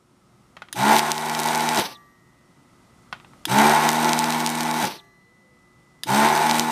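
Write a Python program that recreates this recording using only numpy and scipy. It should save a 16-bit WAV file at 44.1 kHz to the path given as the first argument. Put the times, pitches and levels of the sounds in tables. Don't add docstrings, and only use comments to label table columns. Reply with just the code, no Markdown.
import sys
import numpy as np
from scipy.fft import rfft, irfft, next_fast_len
from scipy.io import wavfile
from scipy.ndimage import map_coordinates

SR = 44100
rng = np.random.default_rng(int(sys.argv[2]) if len(sys.argv) > 2 else 0)


def wav_out(sig):
    wavfile.write(sys.argv[1], SR, np.round(np.clip(np.atleast_2d(sig).T, -1, 1) * 32767).astype(np.int16))


N = 295911
T = np.arange(N) / SR

# switch-on in seconds, switch-off in seconds, full speed in turns per second.
MOTOR_RUNS = [(.745, 1.77, 78.6), (3.47, 4.82, 79.3), (6.058, 6.72, 79.3)]
# time in seconds, flow in dB.
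AIR_FLOW = [
    [(0.82, -20), (0.87, -18), (0.94, -14.5), (1.01, -24.5), (1.1, -24), (1.14, -31.5), (1.32, -26.5),
     (1.55, -23.5), (1.75, -24)],
    [(3.54, -17), (3.61, -14), (3.72, -16), (3.81, -19.5), (3.87, -18), (3.92, -23), (4.08, -20.5),
     (4.2, -24), (4.42, -25), (4.5, -28), (4.79, -26)],
    [(6.12, -17.5), (6.18, -17.5), (6.24, -14.5), (6.3, -19.5), (6.42, -20), (6.56, -21.5), (6.63, -24.8),
     (6.7, -26.5)],
]
STEADY_FLOW_DB = -25
SHUDDER_DELAY_S, SHUDDER_S = 0.025, 0.045

# level in dB at spin-up, time in seconds when the vacuum starts to load it,
# build-up time in seconds, loaded level in dB.
DRONE_LOAD = [(-1, 1.03, 0.37, -36.5), (1.5, 3.78, 0.088, -33), (-0.5, 6.43, 0.061, -31)]
# frequency in Hz, response in dB.
MOUNT_RESPONSE = [(105, -41.5), (132, -29), (143, -47.5), (149, -41.5), (158, -39.5), (182, -34.5),
                  (214, -26), (224, -30.5), (231, -43)]
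# multiple of shaft speed, level in dB before the panel lifts it.
HUM_OVERTONES = [(1, -38.5), (5, -23), (6, -20.5)]
# frequency in Hz, level in dB.
HOUSING_SLOPE = [(40, -35.5), (110, -25.5), (170, -22.5), (210, -6.5), (280, -16.5), (470, -14),
                 (580, -10.5), (700, -2), (950, -0.5), (1170, -10.5), (2300, -14), (3000, -23.5),
                 (6000, -26.5), (15000, -43.5)]
# frequency in Hz, width in Hz, lift in dB.
HOUSING_PEAKS = [(352, 83, 15.5), (440, 15, -8.5), (666, 20, 7), (870, 91, 11), (1077, 40, 5.5),
                 (1444, 210, 8.5), (1730, 25, -4.5), (1975, 140, 5), (2332, 110, 7)]
# multiple of shaft speed, level in dB against the clatter.
WHINE_ORDERS = [(8, -22), (9, -17), (14, -21), (22, -19.5), (23, -22.5), (25, -21.5), (28, -21.5),
                (49, -22.5)]
# drive in dB, one per run; the envelope peaks at half of it.
KICK_DRIVE_DB = [-30, -22, -28]

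# frequency in Hz, level in dB.
AIR_SLOPE = [(100, -34), (450, -19), (900, -6.5), (2000, 1.5), (3300, 1.5), (5000, -2), (7300, -5),
             (9500, -5), (12500, -9.5), (15000, -10)]
# frequency in Hz, width in Hz, lift in dB.
TUBE_PEAKS = [(3830, 225, 5.1), (6085, 130, 8.6), (8330, 120, 12.2), (11580, 190, 5), (11880, 30, 7.6)]
# delay in seconds, level in dB.
NEAR_ECHOES = [(.0026, -18.5), (.0071, -11), (0.0135, -14.5), (0.018, -14)]
# peak in seconds, extra hiss in dB.
HISS_SURGES = [(.995, 11), (1.118, 1.5), (1.799, 5), (3.892, 4), (4.475, 1.5), (4.83, 5), (6.6, 5.5)]
SURGE_S = 0.03

# time in seconds, peak of the swing in dB, pitch in Hz.
SINGLE_SPITS = [(0.9648, -5, 3740), (0.9837, -6, 5860), (0.9924, -1.5, 3800), (1.1165, 0, 5240),
                (1.1789, -11.5, 3850), (1.3486, -9.5, 3880), (1.4414, -14, 5400), (1.4859, -9, 4060),
                (1.5484, -8, 3940), (1.6891, -6.5, 4130), (1.7731, -7, 3980), (3.695, -7, 3860),
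                (3.8895, 5, 5290), (4.0446, -8.5, 4448), (4.092, -7.5, 3900), (4.1315, -1.5, 4600),
                (4.1898, 1, 5900), (4.2413, -7, 4070), (4.3231, -9.5, 4000), (4.462, -3, 4600),
                (4.4724, -7.5, 4510), (6.5107, -3, 3750), (6.5949, 8.5, 5300)]
# start in seconds, end in seconds, lesser spits per second.
SIZZLE_SPANS = [(.95, 1.82, 15), (3.85, 4.86, 12), (6.48, 6.62, 14)]
SPIT_HZ, SPIT_SCATTER = 5800, .2

# switch-off in seconds, judder level in dB, sigh level in dB at release,
# time in seconds when the vacuum is gone.
PUMP_STOPS = [(1.763, -35, -24.5, 1.96), (4.818, -36.5, -28.5, 4.997)]
# frequency in Hz, level in dB.
JUDDER_SLOPE = [(40, -37), (115, 3), (210, 10), (400, 18), (800, -49), (2000, -73.5)]
# frequency in Hz, level in dB.
SIGH_SLOPE = [(88, -38), (150, -4), (535, -5), (612, -12), (883, -5.5), (1030, -6), (1130, -11.5),
              (1770, -12), (3670, -8.5), (6060, -11), (6810, -39.5), (10800, -19), (15000, -25)]
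# frequency in Hz, time in seconds to fall 60 dB, then the level in dB
METAL_MODES = [(395, 0.78, -51, -44), (690, 0.78, -54, -47), (860, 0.7, -50, -45), (1167, 0.68, -30, -39.5),
               (1700, 0.64, -44, -44), (1887, 2.2, -52, -65), (1998, 12, -64, -57), (4125, 2.6, -74, -66),
               (5720, 0.8, -56, -58), (6480, 0.87, -62, -61), (12190, 1.4, -60, -67)]

# time in seconds, level in dB before the 1.5 dB lift in the mix.
TRIGGER_CLICKS = [(.7277, -17.5), (3.4539, -9.5), (3.457, -24), (6.0347, -13.5), (6.0402, -27.5)]
# frequency in Hz, width in Hz, level in dB.
SWITCH_MODES = [(1000, 320, -8), (1840, 423, -4), (3325, 600, 1.5), (3680, 410, -3), (4830, 510, -3),
                (6400, 2000, -12.5), (9100, 1300, -5.5), (12800, 840, -35)]
# time in seconds, peak in dB.
BOARD_TAPS = [(.568, -27.5), (.62, -24.5), (.686, -33), (3.1273, -15), (3.2, -34.5), (3.247, -34),
              (3.335, -38.5)]
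# frequency in Hz, width in Hz, level in dB.
BOARD_MODES = [(252, 200, -7.5), (860, 310, 2.5), (1230, 370, 6), (1455, 99, 10.5), (1896, 430, 3),
               (2480, 470, 2), (3120, 300, 2.5), (3620, 170, -10), (9130, 2300, -15)]

# time in seconds, frequency in Hz, level in dB.
WAVERING_TONE = [(5.2, 460, -81), (5.27, 469, -63), (5.34, 512, -67.5), (5.39, 546, -72), (5.45, 518, -66),
                 (5.56, 485, -62), (5.62, 480, -93)]
# time in seconds, level in dB.
WORKSHOP_LEVEL = [(0, -60.5), (.5, -56.5), (2.2, -58.5), (3.1, -53.5), (3.4, -52), (5.2, -60), (6.7, -54)]
# frequency in Hz, level in dB.
WORKSHOP_SLOPE = [(15, -51), (25, -17.5), (59, -5), (95, -9), (121, 2.5), (186, -0.5), (271, -4.5),
                  (354, -8.5), (383, -13), (1210, -14.5), (1760, -23), (2070, -18), (2240, -24),
                  (9270, -29), (15000, -42)]
# frequency in Hz, width in Hz, lift in dB.
WORKSHOP_PEAKS = [(1280, 110, 8), (135, 40, -2)]
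# frequency in Hz, level in dB.
WORKSHOP_TONES = [(360.7, -70), (5529, -84.5), (8979, -87)]
TOP_HZ = 15100


def amp(db):
    return 10 ** (np.asarray(db) / 20)


def unit(x):
    return x / np.sqrt(np.mean(x ** 2) + 1e-20)


def noise():
    return rng.standard_normal(N)


def wobble(rate):
    knots = rng.standard_normal(int(N * rate / SR) + 4)
    return map_coordinates(knots, [T * rate])


def curve(points):
    return np.interp(T, *np.transpose(points))


def filtered(x, response):
    size = next_fast_len(len(x) + 8192)
    spectrum = rfft(x, size) * response(np.fft.rfftfreq(size, 1 / SR))
    return irfft(spectrum, size)[:len(x)]


def coloured(x, slope, peaks=()):
    slope_hz, slope_db = np.transpose(slope)

    def response(hz):
        db = np.interp(np.log(hz + 1), np.log(slope_hz), slope_db)
        for centre, width, lift_db in peaks:
            db = db + lift_db / (1 + (2 * (hz - centre) / width) ** 2)
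        return amp(db)

    return unit(filtered(x, response))


def struck(force, modes):
    def response(hz):
        return sum(amp(db) * 1j * hz * width / (centre * centre - hz * hz + 1j * hz * width)
                   for centre, width, db in modes)

    ring = filtered(force, response)
    return ring / np.abs(ring).max()


def add(track, s, sound):
    part = track[max(0, round(s * SR)):][:len(sound)]
    part += sound[:len(part)]


def shaft_turns():
    speed = np.zeros(N)
    for on, off, full in MOTOR_RUNS:
        age = np.maximum(T - on, 0)
        run = full - 18 * np.exp(-age / .07) - 8.5 * np.exp(-age / .22)
        coast = np.exp(-np.maximum(T - off, 0) / .13)
        speed = np.where(T > on - .05, run * coast, speed)
    unsteady = 1 + .0015 * wobble(8)
    return np.cumsum(speed * unsteady) / SR


def level(steady_db, follow, attack, shudder_db, fall_db_per_s):
    gain = np.zeros(N)
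    for (on, off, _), flow in zip(MOTOR_RUNS, AIR_FLOW):
        age = np.maximum(T - on, 0)
        late = T - off - SHUDDER_DELAY_S
        db = steady_db + follow * (curve(flow) - STEADY_FLOW_DB)
        db += shudder_db * np.exp(-(late / SHUDDER_S) ** 2)
        db -= fall_db_per_s * np.maximum(late, 0)
        rise = 1 - np.exp(-(age / attack) ** 1.38)
        gain += rise * amp(db)
    return gain


def effort():
    return level(steady_db=-24.5, follow=0.98, attack=0.065, shudder_db=3, fall_db_per_s=242)


def stroke(turns, phase, depth_db):
    return unit(amp(depth_db * np.cos(2 * np.pi * (turns - phase))))


def drone_gains():
    spin_up, loaded = np.zeros(N), np.zeros(N)
    for (on, _, _), (spin_up_db, start, build, loaded_db) in zip(MOTOR_RUNS, DRONE_LOAD):
        started = T > on
        growth = 1 - np.exp(-np.maximum(T - start, 0) / build)
        spin_up[started] = amp(spin_up_db)
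        loaded[started] = (amp(loaded_db) * growth)[started]
    return spin_up, loaded


def hum(turns, panel_hz=376, panel_width_hz=14, panel_db=9, fourth_db=-8):
    speed = np.gradient(turns) * SR
    spin_up, loaded = drone_gains()

    def order(k):
        return np.sqrt(2) * np.sin(2 * np.pi * (k * turns + rng.random()))

    def mount(k):
        return spin_up * amp(np.interp(k * speed, *np.transpose(MOUNT_RESPONSE)))

    overtones = np.zeros(N)
    for k, db in HUM_OVERTONES:
        bloom_db = panel_db / (1 + ((k * speed - panel_hz) / panel_width_hz) ** 2)
        overtones += amp(db + bloom_db + wobble(9)) * order(k)
    third_and_fourth = order(3) + amp(fourth_db) * order(4)
    drone = mount(2) * order(2) + (mount(3) + loaded) * third_and_fourth
    drone_level = level(steady_db=0, follow=0.55, attack=0.048, shudder_db=-5, fall_db_per_s=550)
    return drone_level * drone + effort() * overtones


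def knocking(turns, slip, count, size=4096):
    audible = np.arange(count) > 6
    one_turn = irfft(audible * np.exp(2j * np.pi * rng.random(count)), size)
    return np.interp(turns + slip * wobble(70), np.arange(size) / size, one_turn, period=1)


def clatter(turns, regular_db=-5.5, loose_db=-3):
    knocks = knocking(turns, slip=.002, count=90)
    puffs = noise() * stroke(turns, phase=0.59, depth_db=2)
    regular = coloured(knocks, HOUSING_SLOPE, HOUSING_PEAKS)
    loose = coloured(puffs, HOUSING_SLOPE, HOUSING_PEAKS)
    unsteady = amp(0.55 * wobble(30))
    return effort() * unsteady * (amp(regular_db) * regular + amp(loose_db) * loose)


def whine(turns):
    lines = np.zeros(N)
    for k, db in WHINE_ORDERS:
        phase = 2 * np.pi * k * turns + .3 * wobble(20)
        lines += amp(db + 2.5 * wobble(12)) * np.sin(phase)
    return effort() * lines


def nearby(x):
    out = x.copy()
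    for delay, db in NEAR_ECHOES:
        add(out, delay, amp(db) * x)
    return out


def air(turns):
    gulps = stroke(turns, phase=0.31, depth_db=1.5) * amp(2.7 * wobble(350))
    surge_db = np.zeros(N)
    for s, db in HISS_SURGES:
        surge_db += db * np.exp(-np.abs(s - T) / SURGE_S) * (T < s)
    hiss = unit(nearby(coloured(noise() * gulps, AIR_SLOPE, TUBE_PEAKS)))
    gain = level(steady_db=-33, follow=0.74, attack=0.033, shudder_db=3, fall_db_per_s=181)
    return gain * amp(surge_db) * hiss


def spit(hz, cycles=0.19, spray=0.13, spray_life=0.00094, push=0.006):
    t = np.arange(-SR // 2000, SR // 200) / SR
    swing = -np.sin(2 * np.pi * hz * t) * np.exp(-np.abs(t) * hz / cycles)
    after = (t > 0) * np.exp(-np.abs(t) / spray_life)
    return swing / np.abs(swing).max() + after * (spray * rng.standard_normal(len(t)) - push)


def solder(rate=120, small_db=-24.5, spread_db=1.5, lesser_db=-10.5, lesser_spread_db=2, burst_s=.0009):
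    out = np.zeros(N)
    for s, db, hz in SINGLE_SPITS:
        add(out, s + burst_s, amp(db) * spit(hz))
    for start, end, lesser_per_s in SIZZLE_SPANS:
        span = end - start
        for when, size, pitch in rng.random((int(rate * span), 3)):
            db = small_db - spread_db * np.log(size + .03)
            add(out, start + when * span, amp(db) * spit(3500 * 2.4 ** pitch))
        for when, size in rng.random((round(lesser_per_s * span), 2)):
            hz = SPIT_HZ * np.exp(SPIT_SCATTER * rng.standard_normal())
            db = lesser_db + lesser_spread_db * (2 * size - 0.5)
            add(out, start + when * span, amp(db) * spit(hz))
    return out


def kicks(kick_hz=310, life=0.0081):
    out, t = np.zeros(N), np.arange(SR // 10) / SR
    envelope = t / life * np.exp(1 - t / life) * np.exp(-t / life)
    for (on, _, _), db in zip(MOTOR_RUNS, KICK_DRIVE_DB):
        add(out, on, amp(db) * np.sin(2 * np.pi * kick_hz * t) * envelope)
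    return out


def release(flutter_db=3.0, squeak_db=-43):
    out = np.zeros(N)
    for s, judder_db, sigh_db, end in PUMP_STOPS:
        age, left = np.maximum(T - s, 0), end - T
        bump = np.exp(-((T - s - .025) / 0.025) ** 2)
        out += amp(judder_db) * bump * coloured(noise(), JUDDER_SLOPE)

        gate = np.clip(age / .05, 0, 1) * np.clip(left / .03, 0, 1)
        leak = amp(sigh_db - 107 * age + flutter_db * wobble(70))
        out += leak * gate * coloured(noise(), SIGH_SLOPE)

        squeak_hz = 3650 + 30000 * np.clip(left, -.03, .03) + 300 * wobble(1500)
        swell = np.exp(-np.maximum(left / .02, (left / .007) ** 2 * (left < 0)))
        out += amp(squeak_db) * swell * np.sin(2 * np.pi * np.cumsum(squeak_hz) / SR)
    return out


def metal(waver_db=0.2):
    out = np.zeros(N)
    for hz, t60, *levels in METAL_MODES:
        ring = np.zeros(N)
        for (s, *_), db in zip(PUMP_STOPS, levels):
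            fade_in = np.clip((T - s) / 0.24, 0, 1)
            ring += amp(db - 60 * np.maximum(T - s, 0) / t60) * fade_in
        out += ring * amp(waver_db * wobble(19)) * np.sin(2 * np.pi * hz * T)
    return out


def contacts(events, modes, scrape, tail_db, tail, soft_hz, snap):
    out, t = np.zeros(N), np.arange(SR // 5) / SR
    for s, db in events:
        force = rng.standard_normal(len(t)) * (np.exp(-t / scrape) + amp(tail_db) * np.exp(-t / tail))
        force[0] += snap
        force = filtered(force, lambda hz: 1 / (1 + 1j * hz / soft_hz) ** 2)
        add(out, s, amp(db) * struck(force, modes))
    return out


def trigger():
    clicks = contacts(TRIGGER_CLICKS, SWITCH_MODES, scrape=0.0021, tail_db=-19, tail=0.02,
                      soft_hz=20000, snap=0)
    return amp(1.5) * clicks


def taps():
    return contacts(BOARD_TAPS, BOARD_MODES, scrape=0.0037, tail_db=-15.5, tail=0.029,
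                    soft_hz=3520, snap=6.2)


def faint_tone():
    s, hz, db = np.transpose(WAVERING_TONE)
    gain = amp(np.interp(T, s, db)) * (T > s[0]) * (T < s[-1])
    pitch = np.interp(T, s, hz) + 6 * wobble(40)
    return gain * np.sin(2 * np.pi * np.cumsum(pitch) / SR)


def workshop():
    out = amp(curve(WORKSHOP_LEVEL)) * coloured(noise(), WORKSHOP_SLOPE, WORKSHOP_PEAKS)
    for hz, db in WORKSHOP_TONES:
        out += amp(db) * np.sqrt(2) * np.sin(2 * np.pi * hz * T)
    return out


def scene():
    turns = shaft_turns()
    pump = hum(turns) + clatter(turns) + whine(turns) + kicks()
    nozzle = air(turns) + solder()
    stopping = release() + metal()
    handling = trigger() + taps()
    return (pump + nozzle + stopping + handling + faint_tone() + workshop())[None]


def record(dry):
    clipped = np.clip(dry[0], -.88, .88)
    return filtered(clipped, lambda hz: 1 / np.sqrt(1 + (hz / TOP_HZ) ** 200))[None]


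dry = scene()
out = record(dry)
wav_out(out)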